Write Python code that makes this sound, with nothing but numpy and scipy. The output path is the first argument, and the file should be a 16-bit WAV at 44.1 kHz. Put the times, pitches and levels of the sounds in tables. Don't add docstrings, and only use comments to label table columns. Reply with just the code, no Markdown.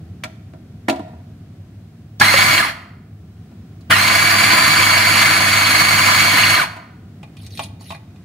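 import sys
import numpy as np
from scipy import signal
from scipy.fft import rfft, irfft, next_fast_len
from scipy.io import wavfile
from scipy.ndimage import uniform_filter1d, map_coordinates

SR = 44100
rng = np.random.default_rng(int(sys.argv[2]) if len(sys.argv) > 2 else 0)


def to_wav(s):
    ch = np.atleast_2d(s).T
    pcm = np.round(np.clip(ch, -1, 1) * 32767)
    wavfile.write(sys.argv[1], SR, pcm.astype(np.int16))


N = 363560
T = np.arange(N) / SR

# (on [s], off [s], burrs stall [s])
RUNS = [(2.201, 2.577, 2.694), (3.897, 6.561, 6.635)]
# (frequency [Hz], relative level [dB], t60 [s])
COLLAR_MODES = [(681, 1, 0.12), (848, 3, 0.086), (1100, 0.5, 0.12), (1966, 0.5, 0.11), (2440, 2.5, 0.16),
                (3700, -1.5, 0.094), (4380, -3, 0.054), (9520, -3.5, .06)]
FULL_TEETH_HZ = 2245
CRACK_T60_S = 0.055


def amp(db):
    return 10 ** (np.asarray(db) / 20)


def unit(x):
    return x / np.sqrt(np.mean(x ** 2) + 1e-20)


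def along(points, hz):
    f, v = np.transpose(points)
    return np.interp(np.log(hz + 1), np.log(f + 1), v)


def wobble(rate_hz):
    knots = rng.standard_normal(int(N * rate_hz / SR) + 4)
    return map_coordinates(knots, [T * rate_hz])


def filtered(x, response):
    m = next_fast_len(N + SR)
    return irfft(rfft(x, m) * response(np.fft.rfftfreq(m, 1 / SR)), m)[..., :N]


def causal(gain):
    cepstrum = irfft(np.log(gain + 1e-6))
    half = len(cepstrum) // 2
    cepstrum[1:half] *= 2
    cepstrum[half + 1:] = 0
    return np.exp(rfft(cepstrum))


def patchy(depth_db):
    z = signal.stft(rng.standard_normal(N), nperseg=256)[2]
    field = uniform_filter1d(rng.standard_normal(z.shape), size=4, axis=0)
    field = uniform_filter1d(field, size=8, axis=1)
    return signal.istft(z * amp(depth_db * unit(field)), nperseg=256)[1][:N]


def air():
    # (time [s], rumble level [dB], hiss level [dB])
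    drift = [(0.05, -36, -61), (0.4, -38, -62.5), (0.9, -37.5, -61.5), (1.9, -39, -62.5), (3.0, -40, -66.5),
             (3.45, -37.5, -61), (6.9, -39.5, -63), (7.35, -37, -60), (7.65, -36.5, -65), (8.2, -39, -60)]
    # (frequency [Hz], relative density [dB])
    rumble_spectrum = [(12, -77.5), (20, -48.5), (43, -33), (54, -18), (102, 4.5), (125, -8.5), (151, -3),
                       (229, -8.5), (256, -13), (335, -18), (524, -29.5), (743, -28.5), (900, -43.5),
                       (1170, -80.5), (1980, -120)]
    hiss_spectrum = [(290, -31.5), (500, -27), (748, -2.5), (863, -10.5), (969, -3), (1040, -4.5),
                     (1350, -3.5), (5670, -17), (15500, -27)]
    # (frequency [Hz], side minus mid [dB])
    air_width = [(60, -32), (110, -31.5), (200, -22.5), (380, -12), (700, -7.5), (1290, -5), (2380, -2),
                 (4400, 2.5), (8120, -1), (15000, -3)]
    s, *levels = np.transpose(drift)
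    rumble_db, hiss_db = (np.interp(T, s, db) for db in levels)
    rumble_db = rumble_db + 0.7 * wobble(5)
    out = 0
    for level_db, spectrum in ((rumble_db, rumble_spectrum), (hiss_db, hiss_spectrum)):
        shape = lambda hz: amp(along(spectrum, hz) + along(air_width, hz) * [[0], [1]])
        mid, side = filtered(rng.standard_normal((2, N)), shape)
        out = out + amp(level_db) * np.array([mid + side, mid - side]) / np.std(mid)
    return out


def struck(events, modes, crack_t60_s, ring_db, loose_hz, body_hz, sharp):
    out, t = np.zeros(N + SR), np.arange(SR // 3) / SR
    hz = np.fft.rfftfreq(len(t), 1 / SR) + 1
    f, level_db, t60_s = np.transpose(modes)[:, :, None]
    body = 1 / np.sqrt((1 + (body_hz[0] / hz) ** 6) * (1 + (hz / body_hz[1]) ** 6))
    for s, tick_db, tick_hz, body_db in events:
        steps = rng.standard_normal((len(modes), len(t)))
        waver = np.cumsum(steps, axis=1) * np.sqrt(2 * np.pi * loose_hz / SR)
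        ring = (amp(level_db - 60 * t / t60_s) * np.sin(2 * np.pi * f * t + waver)).sum(0)
        crack = amp(-60 * t / crack_t60_s) * rng.standard_normal(len(t))
        sound = (amp(ring_db) * ring + crack) * np.minimum(t / 0.00062, 1)
        tick = 1 / np.sqrt(1 + (sharp * (hz / tick_hz - tick_hz / hz)) ** 2)
        tick = tick / (1 + (hz / 15000) ** 4)
        colour = np.hypot(amp(tick_db) * tick, amp(body_db) * body)
        out[round(s * SR):][:len(t)] += irfft(rfft(sound) * causal(colour))
    return out[:N]


def filter_holder():
    # (time [s], tick gain [dB], tick pitch [Hz], body gain [dB])
    knocks = [(0.237, -10.5, 2040, -27.5), (0.242, -35, 3000, -37), (0.255, -29, 1600, -36),
              (0.535, -39, 1720, -32), (0.884, -5, 1810, -1.5), (0.897, -8.5, 2770, -15.5),
              (0.907, -24, 910, -25), (0.927, -13.5, 700, -19.5), (0.959, -33, 2800, -26),
              (0.994, -34.5, 2500, -19.5), (1.079, -43, 1900, -35), (1.133, -52, 1500, -33.5),
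              (2.199, -7.5, 4530, -16), (3.513, -55, 2800, -41.5), (3.808, -43, 4550, -46),
              (3.899, -21, 2520, -20), (6.765, -24.5, 1500, -27)]
    # (frequency [Hz], relative level [dB], t60 [s])
    holder_modes = [(228, 5.5, 0.11), (267.8, 2, 0.18), (333, -7, 0.23), (647, 0.5, 0.27), (732, 2, 0.17),
                    (961, -2.5, 0.15), (1382, -5, 0.13), (2290, -6.5, 0.076), (3400, -10.5, .07),
                    (3805, -11, 0.1), (7120, -5, 0.077)]
    return struck(knocks, holder_modes, CRACK_T60_S, ring_db=-13, loose_hz=15, body_hz=(200, 1000), sharp=1.9)


def answer(near_t60_s, late_db):
    # (frequency [Hz], t60 [s])
    tail_t60 = [(200, 1), (1000, 0.74), (4500, 0.57), (10000, 0.44)]
    hz, t, z = signal.stft(rng.standard_normal(SR), SR, nperseg=256)
    decay = amp(-60 * t / along(tail_t60, hz)[:, None])
    late = signal.istft(z * decay, SR, nperseg=256)[1][:SR]
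    near = rng.standard_normal(SR) * amp(-60 * T[:SR] / near_t60_s)
    return near / np.linalg.norm(near) + amp(late_db) * late / np.linalg.norm(late)


def kitchen(x, other, hand):
    # (frequency [Hz], side minus mid [dB])
    near_width = [(60, -29.5), (110, -29.5), (200, -22.5), (380, -6.5), (700, -1.5), (1290, 0), (2380, -2),
                  (4400, 0), (8120, -0.5), (15000, -1)]
    # (frequency [Hz], left minus right [dB])
    balance = [(60, 0), (1300, -.3), (2400, -2.5), (4400, -.5), (15000, -.5)]
    room_db, hand_wet_db = -11, -4.5
    source = x + amp(hand_wet_db) * hand
    wet = signal.fftconvolve(source, answer(near_t60_s=0.045, late_db=-1.5))[:N]
    mid = x + hand + amp(room_db) * wet
    walls = signal.fftconvolve(other + hand, answer(near_t60_s=0.067, late_db=-15.0))[:N]
    knots = np.tanh(3 * rng.standard_normal(size=150))

    def share(hz):
        lag = 1j * np.interp(hz, np.linspace(0, SR / 2, num=len(knots)), knots)
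        angle = np.arctan(hz / 2200)
        return np.array([lag * np.cos(angle), np.sin(angle)]) * amp(along(near_width, hz))

    side = filtered(np.array([mid, walls]), share).sum(0)
    left_right = np.array([mid + side, mid - side])
    return filtered(left_right, lambda hz: amp(along(balance, hz) * [[0.5], [-0.5]]))


def motor():
    # (frequency [Hz], mean peak level after the jolt [dB])
    partials = [(100, -28), (200, -33.5), (300, -41), (500, -55)]
    on = uniform_filter1d(sum((T > a) & (T < b) for a, b, _ in RUNS) * 1., size=900)
    hum = sum(amp(db + 0.4 * wobble(13.0)) * np.sin(2 * np.pi * hz * T + 0.099 * wobble(6.3))
              for hz, db in partials)
    inrush = sum(np.where(T > a, amp(-60 * np.abs(T - a) / 0.19), 0) for a, *_ in RUNS)
    return on * hum * (1 + 2.0 * inrush)


def shaft():
    first_teeth_hz = 1480
    spin_up_s, coast_s = 0.058, 0.092
    crush_db, attack_s = -15.5, 0.014
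    bite_peak_db, bite_s = 6.5, 0.02
    coast_db_per_s, stall_db_per_s = 72.5, 360.5
    rate_hz, level = np.zeros(N), np.zeros(N)
    for on, off, stall in RUNS:
        since, coasting, stalled = (np.maximum(T - s, 0) for s in (on, off, stall))
        run_hz = FULL_TEETH_HZ - (FULL_TEETH_HZ - first_teeth_hz) * np.exp(-since / spin_up_s)
        rate_hz = np.where(T > on, run_hz * np.exp(-coasting / coast_s), rate_hz)
        bite_db = bite_peak_db / (1 + (since / bite_s) ** 8)
        fall_db = coast_db_per_s * coasting + stall_db_per_s * stalled
        level += np.minimum(since / attack_s, 1) ** 2 * amp(crush_db + bite_db - fall_db)
    return rate_hz, level


def case(hz):
    # (frequency [Hz], width [Hz], relative level [dB])
    resonances = [(147.5, 42, -4), (250, 40, -9), (700, 77, -16), (1014, 34, 1), (1200, 76, -5.5),
                  (1370, 67, -10), (1754, 95, -4.5), (2070, 120, 0), (2418, 290, -10), (2960, 810, -17.5),
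                  (3398, 51, -10), (4325, 160, -6.5), (4867, 100, -12), (9200, 260, -29.5),
                  (9200, 170, -20.5), (9960, 350, -21)]
    # (frequency [Hz], relative density [dB])
    slope = [(20, -60), (40, -51.5), (65, -30.5), (110, -14), (290, -10), (520, -15.5), (695, 2.5),
             (890, -7.5), (1220, 2.5), (2260, 1.5), (3640, -10), (4480, -10), (5510, -16), (8000, -19),
             (14000, -22.5), (15500, -26.5)]
    foot_hz = 52
    peaks = sum(amp(db) ** 2 / (1 + (2 * (hz - c) / w) ** 2) for c, w, db in resonances)
    radiation = (hz ** 4 + 1) / (hz ** 4 + foot_hz ** 4)
    return np.sqrt(peaks + amp(along(slope, hz) - 5.5) ** 2) * radiation


def burrs():
    # (multiple of tooth rate, relative level at full speed [dB], smear rate [Hz])
    whine_partials = [(1, 0, 100), (2, -3, 330), (3, -14, 520), (4, -22, 600)]
    # (frequency [Hz], gain [dB])
    chute_gain = [(500, -22), (1000, -7.5), (1600, -3.5), (2400, -0.5), (3300, -12.5), (4100, 0.5),
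                  (4700, 3), (5600, -4), (6700, 7.5), (10000, 0)]
    teeth_per_turn, cracks_per_s = 96, 500
    rate_hz, level = shaft()
    slowed = 1 - rate_hz / FULL_TEETH_HZ
    treble_db = 5 - 6.5 * slowed
    whine_db = -8 - 1 * slowed
    rate_hz = rate_hz * (1 + 0.008 * wobble(14) + 0.011 * wobble(4.5))
    tooth_phase = 2 * np.pi * np.cumsum(rate_hz) / SR
    turn_swell = np.sin(tooth_phase / teeth_per_turn + 2.0 * wobble(3))
    level = level * amp(0.41 * wobble(9) + 0.49 * turn_swell + 0.71 * wobble(45))

    cracks = (rng.random(N) < cracks_per_s / SR) * amp(10 * rng.random(N)) * rng.standard_normal(N)
    grit = np.array([patchy(depth_db=1.63), patchy(depth_db=3.5)])
    grit = unit(unit(grit) + 0.4 * unit(cracks))
    treble = filtered(grit, lambda hz: hz ** 4 / (hz ** 4 + 5000 ** 4))
    grit += treble * (amp(treble_db) - 1)
    scale = np.sqrt(np.mean(case(np.linspace(0, SR / 2, num=4000)) ** 2))
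    crush = filtered(level * grit, lambda hz: causal(case(hz))) / scale

    speed = np.clip(rate_hz / FULL_TEETH_HZ, 0.65, 1)
    steady = 1.7 * np.clip(10 * (1 - speed), 0, 1)

    def partial(k, db, smear_hz):
        tone = (steady * (k == 1) + wobble(smear_hz)) * np.cos(k * tooth_phase)
        tone = tone + wobble(smear_hz) * np.sin(k * tooth_phase)
        return amp(db) * speed ** (3 * k - 5) * tone

    whine = np.array([sum(partial(*p) for p in whine_partials) for part in range(2)])
    whine = level * amp(whine_db) * whine
    return crush + filtered(whine, lambda hz: amp(along(chute_gain, hz)))


def snaps():
    # (time [s], level [dB], centre pitch [Hz])
    loudest = [(2.212, -2, 1457), (2.221, -7.5, 1238), (2.339, -4, 1046), (2.42, -17, 2260),
               (2.48, -10, 2050), (2.578, -7, 2120), (3.908, -7.5, 1902), (3.924, -2, 1715),
               (3.955, -14.5, 1984), (3.996, -11, 2043), (4.099, -9.5, 2058), (4.54, -16.5, 1684),
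               (4.768, -8.5, 1255), (4.83, -10, 2200), (4.939, -15, 2100), (5.227, -14, 1693),
               (5.275, -6, 1298), (5.989, -10, 2008), (6.034, -11, 1777), (6.086, -4.5, 1277),
               (6.202, -10.5, 2023), (6.434, -6.5, 2242)]
    lesser_per_s, lesser_db, lesser_hz = 6, -19, 2050
    snap_t60_s, rise_s = 0.05, 0.0011
    out, t = np.zeros(N + SR), np.arange(SR // 20) / SR
    lesser = []
    for on, off, _ in RUNS:
        for a, b, c in rng.random((round(lesser_per_s * (off - on)), 3)):
            lesser.append((on + (off - on) * a, lesser_db + 8 * (b - 0.5), lesser_hz * amp(2 * (c - 0.5))))
    for s, db, hz in loudest + lesser:
        spread_hz = hz * amp(2.5 * rng.standard_normal(size=(5, 1)))
        sines = np.sin(2 * np.pi * (spread_hz * t + rng.random(spread_hz.shape)))
        burst = sines.sum(0) / np.sqrt(len(spread_hz))
        out[round(s * SR):][:len(t)] += amp(db - 60 * t / snap_t60_s) * np.minimum(t / rise_s, 1) * burst
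    return out[:N]


def collar_clicks():
    # (time [s], tick gain [dB], tick pitch [Hz], body gain [dB])
    detents = [(7.23, -33, 2642, -31), (7.368, -35, 3320, -55), (7.431, -44, 5000, -45),
               (7.4645, -31.5, 4960, -53), (7.574, -24, 3780, -42), (7.5927, -18, 3000, -12),
               (7.637, -27.5, 5500, -46), (7.809, -38.5, 5500, -34.5), (7.9045, -26, 2770, -21.5),
               (7.922, -34, 2780, -23), (7.947, -29, 1950, -31), (8.16, -47, 3000, -55)]
    return struck(detents, COLLAR_MODES, CRACK_T60_S, ring_db=-11.5, loose_hz=44.7, body_hz=(560, 1100), sharp=1.9)


def rubbing():
    # (start [s], end [s], level at the end [dB])
    strokes = [(7.366, 7.463, -49.5), (7.489, 7.638, -39.5), (7.789, 7.926, -42)]
    # (frequency [Hz], relative density [dB])
    thread_spectrum = [(880, -48), (1500, -30), (1920, -8.5), (2450, -10.5), (2700, -7.5), (4150, -0.5),
                       (4990, -5.5), (7530, -18.5), (9150, -7), (15500, -20.5)]
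    rise_s, swell_db_per_s, let_go_db_per_s = 0.02, 80.5, 400
    sing_db, sing_width_hz = 6, 129.5
    level = 0
    for a, b, db in strokes:
        slope_db_per_s = np.where(T < b, swell_db_per_s, let_go_db_per_s)
        level = level + np.clip((T - a) / rise_s, 0, 1) * amp(db - slope_db_per_s * np.abs(T - b))

    def colour(hz):
        peaks = sum(amp(sing_db + db) ** 2 / (1 + (2 * (hz - c) / sing_width_hz) ** 2)
                    for c, db, _ in COLLAR_MODES)
        return amp(along(thread_spectrum, hz)) * np.sqrt(1 + peaks)

    grains = patchy(depth_db=5) * amp(2.5 * wobble(260))
    return level * unit(filtered(grains, colour))


def scene():
    hand = filter_holder() + collar_clicks() + rubbing()
    part, other_part = burrs() + snaps()
    return kitchen(part, other_part, hand) + motor() + air()


def record(dry):
    hiss_db, bass_cut_hz, top_hz = -69.5, 18, 15670
    noisy = dry + amp(hiss_db) * rng.standard_normal(dry.shape)
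    clipped = noisy / (1 + np.abs(noisy) ** 8) ** (1 / 8)
    return filtered(clipped, lambda hz: (hz < top_hz) * hz ** 2 / (hz ** 2 + bass_cut_hz ** 2))


dry = scene()
out = record(dry)
to_wav(out)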